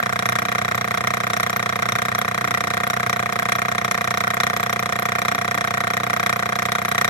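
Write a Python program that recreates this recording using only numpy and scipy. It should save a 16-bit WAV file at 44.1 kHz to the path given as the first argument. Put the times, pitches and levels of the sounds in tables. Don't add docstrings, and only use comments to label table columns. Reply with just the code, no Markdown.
import sys
import numpy as np
from scipy import signal
from scipy.fft import rfft, irfft
from scipy.io import wavfile
from scipy.ndimage import uniform_filter1d

SR = 44100
rng = np.random.default_rng(int(sys.argv[2]) if len(sys.argv) > 2 else 0)


def generate_wav(sig):
    pcm = np.round(np.clip(np.atleast_2d(sig).T, -1, 1) * 32767).astype(np.int16)
    wavfile.write(sys.argv[1], SR, pcm)


N = 312669

# frequency_hz, relative_level_db
ROOM_TONE_SPECTRUM = [(25, -28), (50, -33), (80, -5.5), (112, -8.5), (150, -6), (270, -11.5), (340, -8.5),
                      (550, -10.5), (1500, -11), (4000, -24.5), (14000, -38.5)]
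# time_s, level_db
HUM_RIDE = [(0, -42), (2.2, -41.5), (3.6, -46), (7.09, -48)]
# start_s, blow_count, accent_db (before accent_scale)
ACCENTS = [(0.256, 2, 2.5), (1.072, 1, 3.2), (1.137, 1, 3.0), (1.398, 2, 2), (1.921, 2, 1.5), (3.096, 2, 3),
           (3.52, 1, 4), (3.846, 1, 2.5), (3.912, 1, 3), (4.205, 1, 2.5), (4.401, 3, 3), (5.217, 1, 0.5),
           (5.283, 1, 3.5), (6.262, 3, 3), (6.751, 1, 2), (6.98, 3, 4)]
# pitch_hz, t60_s, strike_db, return_db, left_minus_right_db, left_lead_rad
BODY_MODES = [(102.6, 0.029, -17.5, -31.5, -2.5, 1.12), (115.5, 0.12, -24, -47, -2, 0.24),
              (195.2, 0.076, -23.5, -40.5, -3, 0.27), (239, 0.29, -34, -35.5, 5, -0.33),
              (440, 0.024, -33, -22.5, -2.5, 2.5), (463, 0.064, -31, -55, -20.5, 1.28),
              (574.3, 0.028, -23, -31.5, -18, 3), (709.8, 0.059, -51, -20.5, -8, 2.15),
              (721.3, 0.044, -28, -61, 13.5, 2.5), (1064, 0.0058, -10, -10, -7.5, 2.5),
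              (1034, 0.02, -21.5, -29.5, -21, 2.5), (1231, 0.012, -11.5, -53, 15.5, -0.89),
              (1287.6, 0.034, -15.5, -31.5, -2.5, -2), (1413, 0.021, -65, -11.5, -1, 4),
              (1602, 0.022, -36, -20.5, 13, 3), (1833, 0.039, -16.5, -32.5, -0.5, 2.1),
              (2099, 0.024, -16.5, -29.5, -2, 1.0), (2411, 0.029, -24.5, -79, 17.5, -1.5),
              (2460, 0.0062, -39, -31, 11.5, -2.5)]
# centre_hz, width_hz, strike_gain_db, return_gain_db
STEEL_BANDS = [(2820, 130, -18, -13), (3344, 43, -4, 3.5), (3806, 490, 2, -1), (5000, 500, -11, -45),
               (5650, 444, -1.5, -6), (6240, 150, -11, -20.5), (7320, 450, -9.5, -4), (8970, 77, -5.5, -4),
               (9260, 160, -8, -11), (10740, 260, -13.5, -5), (11900, 820, -28, -7.5),
               (13860, 660, -14, -6)]
# strike_s, ping_gain_db
SQUARE_RETURNS = [(2.117, 8), (2.541, 14), (2.704, 4.2), (3.944, 8), (4.075, 10), (5.968, 10), (6.066, 3.9),
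                  (6.164, 2)]
# time_s, relative_level_db
DRONE_RIDE = [(0, -43), (2.2, -42), (2.9, -31), (4.3, -32), (5.7, -29), (7.09, -34)]
# peak_s, half_length_s, pitch_hz, level_db
STEPPER_RUNS = [(0.44, 0.13, 290, -46), (2.483, 0.11, 284, -45), (2.66, 0.1, 289, -45),
                (5.35, 0.081, 278, -41), (5.567, 0.071, 293, -43), (6.014, 0.28, 294, -47.5)]

FIRST_BLOW_S, BLOW_PERIOD_S, RETURN_DELAY_S = .06021, .03264, .00595
SIDES = np.array([[1], [-1]])


def undb(db):
    return 10 ** (np.asarray(db) / 20)


def unit(x):
    return x / np.sqrt(np.mean(x ** 2))


def ride(table, t):
    return np.interp(t, *np.array(table).T)


def band(x, hz, width_hz):
    return signal.lfilter(*signal.iirpeak(hz, hz / width_hz, fs=SR), x)


def stereo_noise(correlation, size=N):
    mid, side = rng.standard_normal((2, size))
    return (np.sqrt(1 + correlation) * mid + np.sqrt(1 - correlation) * side * SIDES) / np.sqrt(2)


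def impulses(times_s, sizes):
    at = np.round(times_s * SR).astype(int)
    inside = (at >= 0) & (at < N)
    return np.bincount(at[inside], sizes[inside], N)


def convolve(x, response):
    return signal.fftconvolve(np.atleast_2d(x), np.atleast_2d(response), axes=1)[:, :N]


def room_tone(level_db=-36.5, wide_above_hz=600):
    hz = np.arange(N // 2 + 1) * SR / N + 1
    point_hz, point_db = np.array(ROOM_TONE_SPECTRUM).T
    gain = undb(np.interp(np.log(hz), np.log(point_hz), point_db))
    mid, side = rfft(rng.standard_normal((2, N))) * gain
    width = np.minimum(hz / wide_above_hz, 1)
    return undb(level_db) * unit(irfft(mid + width * side * SIDES, N))


def motor_hum(pitch_hz=112, width_hz=31):
    hum = band(band(stereo_noise(0.82), pitch_hz, width_hz), pitch_hz, width_hz)
    return undb(ride(HUM_RIDE, np.arange(N) / SR)) * unit(hum)


def pin_blows(base_db=-1.33, scatter_db=0.61, return_scatter_db=2.0, accent_scale=1.28, limp_s=.2):
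    turn = np.arange(-2, int(N / SR / BLOW_PERIOD_S))
    beat_s = FIRST_BLOW_S + turn * BLOW_PERIOD_S
    force_draw, flight_draw, rebound_draw, limp_draw = rng.standard_normal((len(turn), 4)).T
    limp_db = np.interp(beat_s / limp_s, np.arange(len(turn)), limp_draw) * (-1.) ** turn
    force_db = base_db + limp_db + scatter_db * force_draw
    for start_s, count, accent_db in ACCENTS:
        first = np.argmin(abs(beat_s - start_s))
        force_db[first:first + round(count)] = base_db + accent_scale * accent_db
    rebound_db = 0.46 * force_db + return_scatter_db * rebound_draw
    strike_s = beat_s - .00008 * limp_db - .00004 * force_draw
    return_s = strike_s + RETURN_DELAY_S + .0001 * flight_draw
    return strike_s, force_db, return_s, rebound_db


def body_ring(strike_s, force_db, return_s, rebound_db, strike_scatter_db=1.37, return_scatter_db=3.0):
    out = np.zeros((2, N))
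    for k, (hz, t60_s, strike_db, return_db, pan_db, lead_rad) in enumerate(BODY_MODES):
        strike_draw, return_draw = rng.standard_normal((len(strike_s), 2)).T
        bite = np.clip(hz / 2000, 0.16, 1.1)
        strikes = undb(strike_db + bite * (force_db + strike_scatter_db * strike_draw))
        returns = undb(return_db + bite * (rebound_db + return_scatter_db * return_draw))
        knocks = impulses(strike_s, strikes) + impulses(return_s, returns)
        pole = np.exp((2j * np.pi * hz - np.log(1000) / t60_s) / SR)
        rise = pole * np.exp(-2 * hz / SR)
        ring = (-1) ** k * signal.lfilter([0, pole - rise], [1, -pole - rise, pole * rise], knocks)
        placement = undb(SIDES * pan_db / 2) * np.exp(1j * SIDES * lead_rad / 2)
        out += (placement * ring).imag
    return out


def chatter(times_s, force_db, rise_ms, fall_ms, repeat_share, scatter_db, grit_db=3.5):
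    ms = 1000 * np.arange(2048) / SR
    envelope = unit((1 - np.exp(-ms / rise_ms)) ** 2 * np.exp(-ms / fall_ms))
    knocks = impulses(times_s, undb(force_db + scatter_db * rng.standard_normal(len(times_s))))
    hiss = stereo_noise(0)
    flicker = unit(uniform_filter1d(rng.standard_normal(N), size=24))
    contacts = unit(hiss * undb(grit_db * flicker))
    repeated = convolve(knocks, envelope * stereo_noise(0, size=len(ms)))
    fresh = convolve(knocks, envelope) * contacts
    return np.sqrt(repeat_share) * repeated + np.sqrt(1 - repeat_share) * fresh


def pin_ticks(strike_s, force_db, return_s, rebound_db, slide_db=-38, tick_db=-26, slap_db=-31):
    slide = undb(slide_db) * chatter(strike_s - .0025, force_db, rise_ms=0.67, fall_ms=0.79,
                                     repeat_share=0, scatter_db=2.5)
    tick = undb(tick_db) * chatter(strike_s, 1.44 * force_db, rise_ms=0.27, fall_ms=3.05,
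                                   repeat_share=0.29, scatter_db=1.36)
    steel = 0
    for hz, width_hz, strike_db, return_db in STEEL_BANDS:
        slap = undb(slap_db) * chatter(return_s - .0006, rebound_db, rise_ms=.4, fall_ms=3.2,
                                       repeat_share=.5, scatter_db=4.5 * hz / 12000)
        steel += band(undb(strike_db) * (tick + slide) + undb(return_db) * slap, hz, width_hz)
    pin_ring = undb(-6) * band(tick, hz=5700, width_hz=54)
    return steel + pin_ring


def head_rattle(return_s, rebound_db, head_db=-24, sleeve_db=-26, ring_db=-18, ping_db=-19):
    shake = chatter(return_s, rebound_db / 2, rise_ms=.4, fall_ms=4.2, repeat_share=0, scatter_db=.7)
    strike_s, ping_gain_db = np.array(SQUARE_RETURNS).T
    square_hits = chatter(strike_s + RETURN_DELAY_S, ping_gain_db, rise_ms=0.51, fall_ms=2.7,
                          repeat_share=0.74, scatter_db=-4)
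    loose_parts = undb(head_db) * band(band(shake, 1420, 670), 1420, 670)
    sleeve = undb(sleeve_db) * band(band(shake, 1800, 410), 1800, 410)
    sleeve_ring = band(undb(ring_db) * shake + undb(ping_db) * square_hits, hz=1872, width_hz=85)
    return loose_parts + sleeve + sleeve_ring


def gantry_drone(return_s, start_hz=693.3, sag_hz_per_s=1.27, width_hz=32, trim_db=-8, pan_db=-7):
    t = np.arange(N) / SR
    carrier = np.exp(2j * np.pi * np.cumsum(start_hz - sag_hz_per_s * t) / SR)
    knocks = impulses(return_s, np.ones(len(return_s)))
    decay = np.exp(-np.pi * width_hz / SR)
    ring = carrier * signal.lfilter([1], [1, -decay], knocks / carrier)
    level_db = trim_db + ride(DRONE_RIDE, t) + pan_db * SIDES / 2
    return -undb(level_db) * unit(ring.real)


def room_tail(x, wet_db=-15, t60_s=0.14, predelay_s=0.0024, band_hz=(800, 9000)):
    t = np.arange(SR // 2) / SR
    fade_in = np.clip(t / predelay_s - 1, 0, 1)
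    tail = stereo_noise(0, size=len(t)) * np.exp(-np.log(1000) * t / t60_s) * fade_in
    tail /= np.sqrt(np.sum(tail ** 2, axis=1, keepdims=True))
    tail = signal.sosfilt(signal.butter(1, band_hz, "bandpass", fs=SR, output="sos"), tail)
    return undb(wet_db) * convolve(x, tail)


def stepper_notes():
    t = np.arange(N) / SR
    out = np.zeros(N)
    for peak_s, half_length_s, pitch_hz, level_db in STEPPER_RUNS:
        swell = np.cos(np.pi / 2 * np.clip((t - peak_s) / half_length_s, -1, 1)) ** 2
        out += undb(level_db) * swell * np.sqrt(2) * np.sin(2 * np.pi * pitch_hz * t)
    return out


def scene():
    strike_s, force_db, return_s, rebound_db = pin_blows()
    head = body_ring(strike_s, force_db, return_s, rebound_db)
    head += pin_ticks(strike_s, force_db, return_s, rebound_db)
    head += head_rattle(return_s, rebound_db)
    return head + room_tail(head) + gantry_drone(return_s) + motor_hum() + stepper_notes() + room_tone()


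def record(dry, low_cut_hz=45, high_cut_hz=14200):
    thinned = signal.sosfilt(signal.butter(2, low_cut_hz, "highpass", fs=SR, output="sos"), dry)
    return signal.sosfilt(signal.ellip(8, .2, 70, high_cut_hz, fs=SR, output="sos"), thinned)


dry = scene()
out = record(dry)
generate_wav(out)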